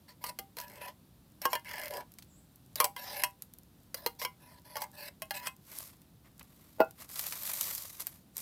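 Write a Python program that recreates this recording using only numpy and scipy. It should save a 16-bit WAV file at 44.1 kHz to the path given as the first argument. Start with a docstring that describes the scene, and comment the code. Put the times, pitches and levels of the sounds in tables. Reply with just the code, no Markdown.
"""Pie filling is spooned from a tin can into a paper-lined pot at a quiet campsite, over faint air and ticks.
At first the spoon knocks and scrapes on the can (decaying modes with noise cracks; grains through resonators)
and clicks along its ribs; early on a small bird calls far off (two gliding sines).
Then sleeves rustle (coloured grains), the emptied can is set down with a hollow thud (modes of can and board),
and the paper liner rustles and snaps as the filling is spread."""
import sys
import numpy as np
from scipy import signal
from scipy.fft import rfft, irfft, next_fast_len
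from scipy.io import wavfile
from scipy.ndimage import uniform_filter1d

SR = 44100
rng = np.random.default_rng(int(sys.argv[2]) if len(sys.argv) > 2 else 0)


def to_wav(sig):
    """Store sig (one row per channel, or 1-D mono) as 16-bit WAV at the path in sys.argv[1].

    Samples outside -1..1 are clipped; the rate is SR.
    """
    pcm = np.clip(np.atleast_2d(sig), -1, 1) * 32767
    pcm = np.round(pcm).astype(np.int16)
    wavfile.write(sys.argv[1], SR, pcm.T)  # frames by channels


N = 371099
TIME = np.arange(N) / SR   # s
HIT = TIME[:SR // 3]   # time since a blow, s

# Modes of the can's rim. Each row: frequency in Hz, relative level in dB, t60 in seconds before scaling.
RIM_MODES = [(1420, -7.5, 0.12), (1605, 1.5, 0.067), (1900, 2.5, 0.022), (1810, -3, 0.011),
             (1900, 9.5, 0.018), (2090, -3.5, 0.15), (2464, 1.5, 0.041), (2120, 1, 0.039),
             (2540, -20.5, 0.17), (2780, -15, 0.028), (2860, 1, 0.11), (3084, 0, 0.053), (3224, 3, 0.084)]
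# High modes of the thin sheet. Each row: frequency in Hz, relative level in dB.
SHEET_MODES = [(4170, 8), (4580, -12), (4927, -13.5), (5480, 12.5), (6080, -3.5), (6420, -29.5),
               (8100, -5.5), (9300, -15), (10300, 0), (11320, -26.5), (11950, 3.5), (12580, -11),
               (13200, -5), (13750, 9)]
# Colour of the crack of steel on tin. Each row: frequency in Hz, relative level in dB.
CRACK = [(300, -14), (1200, -6), (2500, -4), (3700, -11), (4200, -1), (5000, 1), (6200, -5), (7300, -7),
         (8500, -6), (10500, -1), (13300, 1.5), (15000, -3), (16500, -13.5)]
# The spoon is drawn along the wall. Each row: start in seconds, length in seconds, level, swell and
# mid-stroke sag in dB, rim and grit in dB re the wall, their dulling in dB, favoured Hz at start and at end.
STROKES = [(0.078, 0.047, -63, -2.5, -1.5, 5, 8, 6.5, 1060, 2300),
           (0.208, 0.091, -62, 18.5, -2, -9, -1, -2, 880, 1100),
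           (0.578, 0.24, -46.5, -9, 8, -3, -6, 0, 930, 610),
           (0.808, 0.088, -53, 5.5, -2, 1, -1, 6, 900, 1000),
           (1.412, 0.038, -51.5, 2, 5.5, -2.5, 1, -8, 900, 900),
           (1.491, .034, -56.5, 7.5, 3, -6, 2.5, -3, 880, 1200),
           (1.65, 0.23, -57.5, 10, -3.5, 9.5, 1.5, 10, 1000, 610),
           (1.899, 0.11, -42.5, -1.5, -2, -14, -15.5, -7.5, 595, 770),
           (2.762, 0.089, -60, 28, -1, 4, 11.5, 25, 860, 1060),
           (2.972, 0.25, -54.5, 10.5, 0.5, 0, 4, 1.5, 950, 830),
           (3.962, 0.1, -56.5, 3, 6, 2, 9.5, 15, 675, 470),
           (4.187, 0.053, -58.5, 16, 1.5, 0.5, 12.5, 9, 1005, 1010),
           (4.398, .19, -66, 2, -2, -3, 0.5, 3, 1000, 1200),
           (4.643, 0.2, -64, 19, 1.5, -3, 2, 4.5, 980, 1400),
           (4.926, 0.16, -65, 10.5, -6, -1.5, 1.5, -4.5, 880, 640),
           (5.335, 0.066, -50, -4, -4, 2, 3.5, 0, 790, 940),
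           (5.407, .062, -51.5, 0.5, 0.5, -9, -10, -18, 1000, 1040)]
# Treble colour of a snap of paper, foil or leaves. Each row: frequency in Hz, relative level in dB.
TICK_TOP = [(2500, -22), (4500, -7.5), (7000, 0), (10000, 0.5), (13000, 10.5), (16000, -9)]


def knocks():
    """Modal excitation: a blow rings base, wall and rim, and its contact point favours a few modes."""
    # Each row: start in seconds, level in dB, crack, base and rim in dB re that level before the offsets
    # below, favoured wall mode in Hz, its t60 in seconds, favoured rim mode in Hz.
    knock_rows = [(0.24, -37, 12.4, -12, -8.5, 972, 0.053, 1940), (0.2648, -56, 25, 4, -2, 950, .1, 2050),
                  (0.3887, -47, 23.5, 0.5, 0.5, 785, 0.24, 2060),
                  (0.5689, -49.5, 19, 3, -5, 961, 0.084, 2200),
                  (1.4175, -52.5, 25.7, -12, 0, 592, 0.12, 1960),
                  (1.4538, -24, 7.2, -8, -7, 1080, 0.096, 1620),
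                  (1.5309, -28, 8, -12, -6, 1000, 0.084, 2300),
                  (1.5524, -34, 11.7, -13, 0, 944, 0.15, 1770),
                  (2.7571, -54, 33.3, 0, -13, 641, 0.066, 1890),
                  (2.802, -23.5, 15, -7, -5, 1080, 0.071, 2330),
                  (2.8429, -37, 26.2, 0, -1.5, 805, 0.25, 2295),
                  (2.964, -43, 11.4, -10, 1.5, 970, .08, 2040),
                  (3.2362, -30.5, 19, -22, 2, 986, 0.16, 2600),
                  (3.9438, -46, 24.7, -1, -3, 547, 0.047, 2006),
                  (4.0623, -33, 17.8, 5, -4.5, 948, 0.13, 2090),
                  (4.216, -40.5, 10, -4, 1, 1060, 0.081, 2100),
                  (4.2494, -36, 15, -4.5, 1.5, 999, .12, 2255),
                  (4.7561, -38.5, 7, -13, -6, 874, 0.16, 2160),
                  (4.7678, -38.5, 12.5, -7.5, -6, 1120, 0.12, 1400),
                  (4.819, -36.5, 13, -20, -9, 868, .1, 2060), (5.22, -40.5, 14.3, -25, -2, 635, .1, 2580),
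                  (5.308, -36.5, 14.7, -28, 0, 799, 0.13, 1700),
                  (5.4706, -41, 20.3, -10, 4, 1030, 0.13, 2560)]
    # Bottom of the can. Each row: frequency in Hz, relative level in dB, t60 in seconds.
    base_modes = [(360, -10, 0.15), (447, 9, 0.013), (484, 9, 0.077), (502, -22, 0.1)]
    # Wall of the can held in a hand. Each row: frequency in Hz, relative level in dB, t60 in seconds.
    wall_modes = [(602, -13.5, 0.19), (610, 13, 0.057), (790, -5.5, 0.081), (900, 9, 0.064),
                  (996, -5, 0.12), (1080, 14.5, 0.068), (1210, -5, 0.1)]
    # The one mode that the hand hardly damps: frequency in Hz, relative level in dB, t60 in seconds.
    singing_mode = (790, 0, 0.3)
    singing_db = -18   # re the level of the knock
    chatter_s, chatter_db = 0.0065, -19.5   # typical delay of a second touch; dB re the knock's crack level, so about 9.5 dB below the first noise burst
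    sheet_modes = [(hz, db, .045) for hz, db in SHEET_MODES]
    out = np.zeros(N)
    for s, db, crack_db, base_db, rim_db, wall_hz, wall_t60, rim_hz in knock_rows:
        base = onset_one(ring(base_modes, scatter_db=-3, detune=0.015))
        wall = onset_one(ring([(wall_hz, 0, wall_t60)], 0))
        wall += from_db(-5) * onset_one(ring(wall_modes, scatter_db=14, detune=0.015))
        rim = onset_one(ring([(rim_hz, 0, .1)], 0))
        rim += from_db(3.2) * onset_one(ring(RIM_MODES, scatter_db=2, length=0.98, detune=0.0055))
        singing = from_db(singing_db) * ring([singing_mode], 0)
        body = from_db(base_db - 8.0) * base
        body += from_db(-3.5) * onset_one(wall)
        body += from_db(rim_db - 4.0) * onset_one(rim)
        crack = from_db(-10.0) * burst(CRACK, t60=0.019, tail_db=-9, tail_t60=0.04)
        shimmer = from_db(-24.5) * onset_one(ring(sheet_modes, scatter_db=15.0, detune=0.012))
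        add(out, s, from_db(db) * (body + singing + from_db(crack_db) * (crack + shimmer)))
        again = burst(CRACK, t60=0.022, tail_db=-16.5, tail_t60=.05)
        add(out, s + chatter_s * rng.uniform(0.46, 1.7), from_db(db + crack_db + chatter_db) * again)
    return edge(out, 190, "high")


def scraping():
    """Stick-slip friction: fine slips and coarser jerks drive resonances of wall, rim and sheet."""
    # Colour of the gritty friction. Each row: frequency in Hz, relative level in dB.
    grit_colour = [(1760, -34.5), (3000, -14), (3220, -15.5), (3430, 0), (3780, -1), (4800, 3), (5920, -8),
                   (6620, -10), (7100, -11), (7620, -5.5), (13400, -0.5), (14700, 0.5), (16000, -20.5)]
    # Wall while the spoon presses on it. Each row: frequency in Hz, bandwidth in Hz, relative level in dB.
    pressed_wall = [(400, 140, -5), (595.3, 28.5, 10.5), (618, 94, 1), (757, 100, -3), (880, 94, -5.5),
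                    (979, 7.8, 11), (1014, 56, -2.5)]
    # Rim while the spoon presses on the can. Each row: frequency in Hz, bandwidth in Hz, relative level in dB.
    pressed_rim = [(1472, 130, -15), (1700, 62, 10.5), (1960, 740, 6), (2160, 250, 7), (2330, 120, -9),
                   (2580, 119, 2.5), (2990, 760, -7.5), (3100, 94, -20)]
    wall_gain, rim_gain, grit_gain = stroke_gains()
    points = []
    for s, length, *_, from_hz, to_hz in STROKES:
        points += [(s, from_hz), (s + length, to_hz)]
    point_s, point_hz = np.transpose(points)
    favoured_hz = np.interp(TIME, point_s, point_hz)

    slips = grains(per_s=5000, spread_db=2.0) * from_db(2.85 * drift(130))
    slips += from_db(-13.5) * grains(per_s=150, spread_db=2.0)
    wall = resonate(edge(slips, 300, "high"), pressed_wall, wander_db=3.0,
                    favoured_hz=favoured_hz, db_per_octave=10.5)
    rim = resonate(slips, pressed_rim, wander_db=5.0)
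    sheet = resonate(slips, [(hz, 110, db) for hz, db in SHEET_MODES], wander_db=5)
    friction = patchy(coloured(slips, grit_colour), depth_db=6.5, per_s=22)
    grit = steadied(friction + from_db(-9.5) * sheet)
    return (from_db(-0.47) * wall_gain * wall + from_db(0.25) * rim_gain * rim
            + from_db(0.24) * grit_gain * grit)


def stroke_gains():
    """Contact pressure sets friction strength: it builds, eases or peaks half-way, then decays on release."""
    attack_s = 0.0091
    wall_release_t60, rim_release_t60, grit_release_t60 = 0.097, 0.073, 0.027   # s
    wall, rim, grit = np.zeros((3, N))
    t = TIME[:SR]
    for s, length, db, swell_db, sag_db, rim_db, grit_db, dulling_db, _, _ in STROKES:
        along, after = np.minimum(t / length, 1), np.maximum(t - length, 0)
        level_db = db + swell_db * along - sag_db * np.sin(np.pi * along) ** 2
        pressure = np.minimum(t / attack_s, 1) * from_db(level_db)
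        release = -np.log(1000) * after   # ln(1000) is 60 dB
        add(wall, s, pressure * np.exp(release / wall_release_t60))
        add(rim, s, pressure * from_db(rim_db - dulling_db * along) * np.exp(release / rim_release_t60))
        add(grit, s, pressure * from_db(grit_db - dulling_db * along) * np.exp(release / grit_release_t60))
    return wall, rim, grit


def ribs():
    """Serial impacts: the spoon's edge drops off one rib after another, cracking and briefly ringing the rim."""
    # Each row: first drop in seconds, first gap in seconds, ratio of each gap to the one before,
    # number of ribs, mean crack peak in dB, rim in dB re that peak before the offset below.
    rib_runs = [(0.586, .0147, .88, 3, -38, -8), (0.6815, .0175, 1.05, 5, -50, -8),
                (1.5952, .052, 1, 2, -51, 3), (1.692, .0205, 1.06, 5, -43, 1),
                (1.7975, .018, 1.103, 8, -39.5, -1)]
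    out = np.zeros(N)
    for s, gap, slowing, number, peak_db, rim_db in rib_runs:
        for k in range(int(round(number))):
            answer = onset_one(ring(RIM_MODES, scatter_db=2.0, length=0.35, detune=0.0033))
            crack = burst(CRACK, t60=0.01, tail_db=-15, tail_t60=0.11)
            gain = from_db(peak_db + 1.3 * rng.standard_normal())
            add(out, s, gain * (from_db(rim_db - 16.5) * answer + crack))
            s = s + gap * slowing ** k
    return out


def set_down():
    """Coupled modes: the can's base brushes the board, lands and rocks once; can and board boom together."""
    # Touches of the can on the board. Each row: time in seconds, level in dB.
    touches = [(6.784, -55), (6.795, -41.5), (6.7995, -40), (6.8032, -18.5), (6.8135, -27)]
    # Modes of can and board. Each row: frequency in Hz, relative level in dB, t60 in seconds.
    thud_modes = [(205, -17, .035), (270, -17, 0.045), (350, -9, 0.03), (410, -5.5, 0.025), (466, -3, 0.05),
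                  (651, 1, 0.085), (736, -23, 0.025), (785, -11.5, 0.2), (840, 1, 0.032),
                  (930, -15.5, 0.046), (1000, -4.5, 0.028), (1014, -5, 0.032), (1218, -26, .06),
                  (1400, -14.5, .16), (1426, -14, 0.088), (1480, -21.5, 0.17), (1980, -21.5, 0.039),
                  (2594, -24.5, 0.14), (2820, -24.5, 0.054)]
    # Colour of the dull contact with the board. Each row: frequency in Hz, relative level in dB.
    board_contact = [(100, -9), (300, -0.5), (900, -8.5), (1300, -15.5), (2800, -35.5), (4800, -25.5),
                     (7000, -47.5), (15000, -25)]
    out = np.zeros(N)
    for s, db in touches:
        boom = onset_one(ring(thud_modes, scatter_db=.5))
        contact = burst(board_contact, t60=0.031, tail_db=-16, tail_t60=0.14)
        add(out, s, from_db(db) * onset_one(boom + from_db(-5.5) * contact))
    return edge(out, 190, "high")


def rustling():
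    """Granular friction: rubbing cloth and paper hiss in fine grains of shifting colour; creases snap on top."""
    # Colour of cloth and paper. Each row: frequency in Hz, relative level in dB.
    rustle_colour = [(240, -24.5), (400, -17.5), (616, -9.5), (730, -15), (1070, -8.5), (1630, -15),
                     (2020, -11.5), (2800, -15), (4650, -6), (8900, -4), (12900, 0.5), (14100, 1.5),
                     (16000, -16)]
    # Clearest snaps of paper, foil and leaves. Each row: time in seconds, treble peak in dB and
    # body in dB, both before the offsets below.
    snaps = [(2.119, -44, -59), (2.139, -45, -59), (2.186, -52, -42), (2.2235, -58, -46.5),
             (2.5586, -45, -64), (3.4218, -28, -45.5), (3.537, -39.5, -55.5), (3.5861, -40.5, -61),
             (5.7868, -25.5, -63.5), (6.0174, -49, -59), (6.3948, -39, -47), (6.429, -42.5, -66),
             (6.9093, -39.5, -54), (7.091, -41, -47), (7.1576, -34, -36), (7.1936, -24.5, -29.5),
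             (7.2671, -23, -34), (7.324, -39, -31), (7.4747, -31, -34), (7.535, -23, -41),
             (7.6107, -16.5, -31.5), (7.7502, -24, -52), (8.069, -21, -35), (8.3681, -24, -41),
             (8.3803, -25, -51)]
    # Colour of a snap's body. Each row: frequency in Hz, relative level in dB.
    snap_body_colour = [(300, -31), (700, -3), (1400, -1), (2600, -0.5), (4000, 2.5), (7000, -1.5)]
    creases_per_s, crease_db = 35, -12   # small creases that give way as cloth and paper move
    hiss_gain, body_gain = rustle_gains()
    crinkle = coloured(grains(per_s=6500, spread_db=1.5) * from_db(2.8 * drift(170)), rustle_colour)
    hiss = steadied(patchy(edge(crinkle, 2610, "high"), depth_db=1.5, per_s=19))
    rub = steadied(edge(crinkle, 2690, "low")) * from_db(3.2 * drift(60))
    crease = burst(rustle_colour, t60=0.0074, tail_db=-27.5, tail_t60=0.02)
    creases = rms_one(signal.fftconvolve(grains(creases_per_s, spread_db=-2.5), crease)[:N])
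    out = hiss_gain * (from_db(-3.0) * hiss + from_db(crease_db) * creases)
    out += from_db(-2.5) * body_gain * rub
    for s, peak_db, body_db in snaps:
        top = burst(TICK_TOP, t60=0.0076, tail_db=-27, tail_t60=0.035)
        body = onset_one(burst(snap_body_colour, t60=0.029, tail_db=-14.0, tail_t60=0.083))
        add(out, s, from_db(peak_db - 7.0) * top + from_db(body_db - 9.5) * body)
    return out


def rustle_gains():
    """Amplitude envelopes of hiss and body: one long spreading, and swishes with a Gaussian swell."""
    # Rustle while the filling is spread. Each row: time in seconds, level in dB before the hiss and body offsets.
    spreading_levels = [(7.1, -50), (7.188, -41), (7.39, -44.5), (7.472, -37.5), (7.59, -40.5),
                        (7.612, -35.5), (7.622, -36.5), (7.758, -40.5), (7.97, -54.5)]
    # Sleeve or liner swishes. Each row: middle in seconds, half length in seconds,
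    # hiss and body in dB before the mixing gains.
    swishes = [(5.792, 0.1, -46, -56.5), (6.264, 0.019, -67, -58), (6.413, 0.0054, -70, -49),
               (6.655, 0.24, -64, -71.5), (7.019, 0.036, -49, -55), (8.009, 0.015, -36.5, -50.5),
               (8.083, 0.1, -55, -64.5), (8.406, 0.037, -42, -57)]
    hiss_db, body_db, fade_s = 2, -11.5, 0.021
    s, db = np.transpose(spreading_levels)
    gate = np.interp(TIME, [s[0] - fade_s, s[0], s[-1], s[-1] + fade_s], [0, 1, 1, 0])
    spreading = gate * from_db(np.interp(TIME, s, db))
    hiss, body = from_db(hiss_db) * spreading, from_db(body_db) * spreading
    for middle, half_length, swish_hiss_db, swish_body_db in swishes:
        swell = np.exp(-np.minimum(((TIME - middle) / half_length) ** 2, 20))
        hiss += from_db(swish_hiss_db) * swell
        body += from_db(swish_body_db) * swell
    return hiss, body


def bird():
    """Frequency modulation: a thin dipping whistle in two parallel voices, blurred by the trees."""
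    # Points of the call. Each row: time in seconds, pitch of the first voice in Hz, its level in dB.
    call_points = [(2.279, 8100, -77), (2.305, 7700, -70), (2.336, 7340, -67), (2.375, 7900, -68),
                   (2.395, 8800, -64)]
    second_voice = .91   # pitch re the first
    s, hz, db = np.transpose(call_points)
    pitch = np.interp(TIME, s, hz) * (1 + 0.0079 * drift(830))
    phase = 2 * np.pi * np.cumsum(pitch) / SR
    envelope = np.interp(TIME, s, from_db(db), left=0, right=0)
    call = envelope * (np.sin(phase) + 0.56 * np.sin(second_voice * phase))
    return call + surroundings(call, wet_db=-3, t60=0.42)


def stray_ticks():
    """A random impulse process: embers and dry leaves tick faintly now and then."""
    ticks_per_s, level_db = 7, -76.5   # mean rate; rms
    tick = burst(TICK_TOP, t60=0.0061, tail_db=-30, tail_t60=.03)
    return from_db(level_db) * rms_one(signal.fftconvolve(grains(ticks_per_s, spread_db=6), tick)[:N])


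def air():
    """Filtered noise: distant rumble and a faint, almost even hiss."""
    # Colour of the outdoor background. Each row: frequency in Hz, relative level in dB.
    air_colour = [(15, -69), (25, -53), (48, -10.5), (170, -8.5), (249, -13.5), (293, -14.5), (416, -25),
                  (463, -24.5), (887, -29), (2220, -37.5), (3340, -35.5), (3620, -34), (6740, -40),
                  (14800, -34.5), (16000, -48.5)]
    level_db = -61   # rms before the slight wavering
    noise = rms_one(coloured(rng.standard_normal(N), air_colour))
    return from_db(level_db) * noise * from_db(.5 * drift(5.5))


def surroundings(x, wet_db, t60):
    """Diffuse scattering: ground and trees send back a short diffuse tail that keeps its treble, as convolution
    with decaying noise."""
    noise = rng.standard_normal(len(HIT)) * fading(t60) * (HIT > .006)   # starts after 6 ms
    tail = coloured(noise, [(200, -8), (1000, -2.0), (4000, -8), (15000, -3.0)])   # (Hz, dB)
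    return from_db(wet_db) * signal.fftconvolve(x, tail / np.sqrt(np.sum(tail ** 2)))[:N]


def ring(modes, scatter_db, length=1, detune=0):
    """Modal superposition: decaying partials, each blow giving every mode its own strength, sign and detuning."""
    hz, db, t60 = np.transpose(modes)[:, :, None]
    strength, shift, sign = rng.standard_normal((3, len(modes), 1))
    decay = np.exp(-np.log(1000) * HIT / (t60 * length))
    waves = np.cos(2 * np.pi * hz * (1 + detune * shift) * HIT) * decay
    swell = 1 - np.exp(-2 * HIT * hz)   # a mode takes about half a cycle to get going
    return np.sum(np.sign(sign) * from_db(db + scatter_db * strength) * swell * waves, axis=0)


def burst(spectrum, t60, tail_db, tail_t60):
    """Two-stage decay of coloured noise: a sharp crack with a weak longer tail; peak 2 ms rms is 1."""
    envelope = fading(t60) + from_db(tail_db) * fading(tail_t60)
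    x = coloured(rng.standard_normal(len(HIT)) * envelope, spectrum)
    return x / np.sqrt(uniform_filter1d(x ** 2, size=SR // 500, mode="constant").max())


def resonate(x, peaks, wander_db, favoured_hz=1000, db_per_octave=0):
    """Parallel two-pole resonances (Hz, width, dB) come and go as the contact point moves; steady rms 1."""
    out = np.zeros(N)
    for k, (hz, width, db) in enumerate(peaks):
        r = np.exp(-np.pi * width / SR)   # pole radius
        poles = [1, -2 * r * np.cos(2 * np.pi * hz / SR), r * r]
        tone = signal.lfilter([1 - r * r, 0, r * r - 1], poles, x)
        octaves_off = np.abs(np.log2(hz / favoured_hz))
        gain = from_db(db + wander_db * drift(14) - db_per_octave * octaves_off)
        out += (-1) ** k * gain * tone
    return steadied(out)


def grains(per_s, spread_db):
    """A random impulse process: clicks of uneven size and sign; rms 1."""
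    sizes = from_db(spread_db * np.minimum(rng.exponential(1, N), 4)) * rng.choice([-1, 1], N)
    return rms_one(sizes * (rng.random(N) < per_s / SR))


def drift(per_s):
    """Linear interpolation of random knots of unit spread, per_s of them a second."""
    knots = rng.standard_normal(8192)
    return np.interp(TIME * per_s, np.arange(len(knots)), knots)


def patchy(x, depth_db, per_s):
    """Independent band modulation: each narrow band swells and sinks on its own; rms 1."""
    size = next_fast_len(N)
    edges = np.geomspace(900, 16000, num=20)   # Hz
    band = np.searchsorted(edges, np.fft.rfftfreq(size, 1 / SR))
    spectrum = rfft(x, size)
    out = np.zeros(N)
    for k in range(len(edges) + 1):
        out += irfft(spectrum * (band == k), size)[:N] * from_db(depth_db * drift(per_s))
    return rms_one(out)


def steadied(x):
    """Friction under even pressure keeps its strength from moment to moment; rms 1 over 40 ms."""
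    return x / np.sqrt(np.maximum(uniform_filter1d(x ** 2, size=SR // 25), 1e-12))


def coloured(x, spectrum):
    """Causal minimum-phase filter with the given (Hz, dB) shape, by folding the cepstrum."""
    size = 4096
    hz, db = np.transpose(spectrum)
    grid = np.maximum(np.arange(size // 2 + 1) * SR / size, 1)
    cepstrum = irfft(np.log(from_db(np.interp(np.log(grid), np.log(hz), db))))
    cepstrum[1:size // 2] *= 2
    cepstrum[size // 2 + 1:] = 0
    return signal.fftconvolve(x, irfft(np.exp(rfft(cepstrum))))[:len(x)]


def edge(x, hz, kind):
    """Steep fourth-order high- or low-pass."""
    return signal.sosfilt(signal.butter(4, hz, kind, fs=SR, output="sos"), x)


def fading(t60):
    """Exponential decay: falls 60 dB in t60 seconds."""
    return np.exp(-np.log(1000) * HIT / max(t60, 1e-4))


def from_db(db):
    """Decibels to amplitude gain."""
    return 10 ** (np.asarray(db) / 20)


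def rms_one(x):
    """Scale to unit rms."""
    return x / np.sqrt(np.mean(x ** 2) + 1e-20)


def onset_one(x):
    """Scale a blow to unit rms over its first 20 ms."""
    return x / np.sqrt(np.mean(x[:SR // 50] ** 2) + 1e-20)


def add(out, s, sound):
    """Superpose a sound at time s."""
    at = int(round(s * SR))
    out[at:at + len(sound)] += sound[:N - at]


def scene():
    """Superposition of all the handling, close by, in the open air."""
    near = knocks() + scraping() + ribs() + set_down() + rustling()
    scattered = surroundings(near, wet_db=-15.5, t60=0.16)
    return (near + scattered + bird() + stray_ticks() + air())[None]


def record(dry):
    """Band limiting: an elliptic low-pass cuts steeply above 16 kHz."""
    return signal.sosfilt(signal.ellip(10, .2, 80, 16000, fs=SR, output="sos"), dry)


dry = scene()
out = record(dry)
to_wav(out)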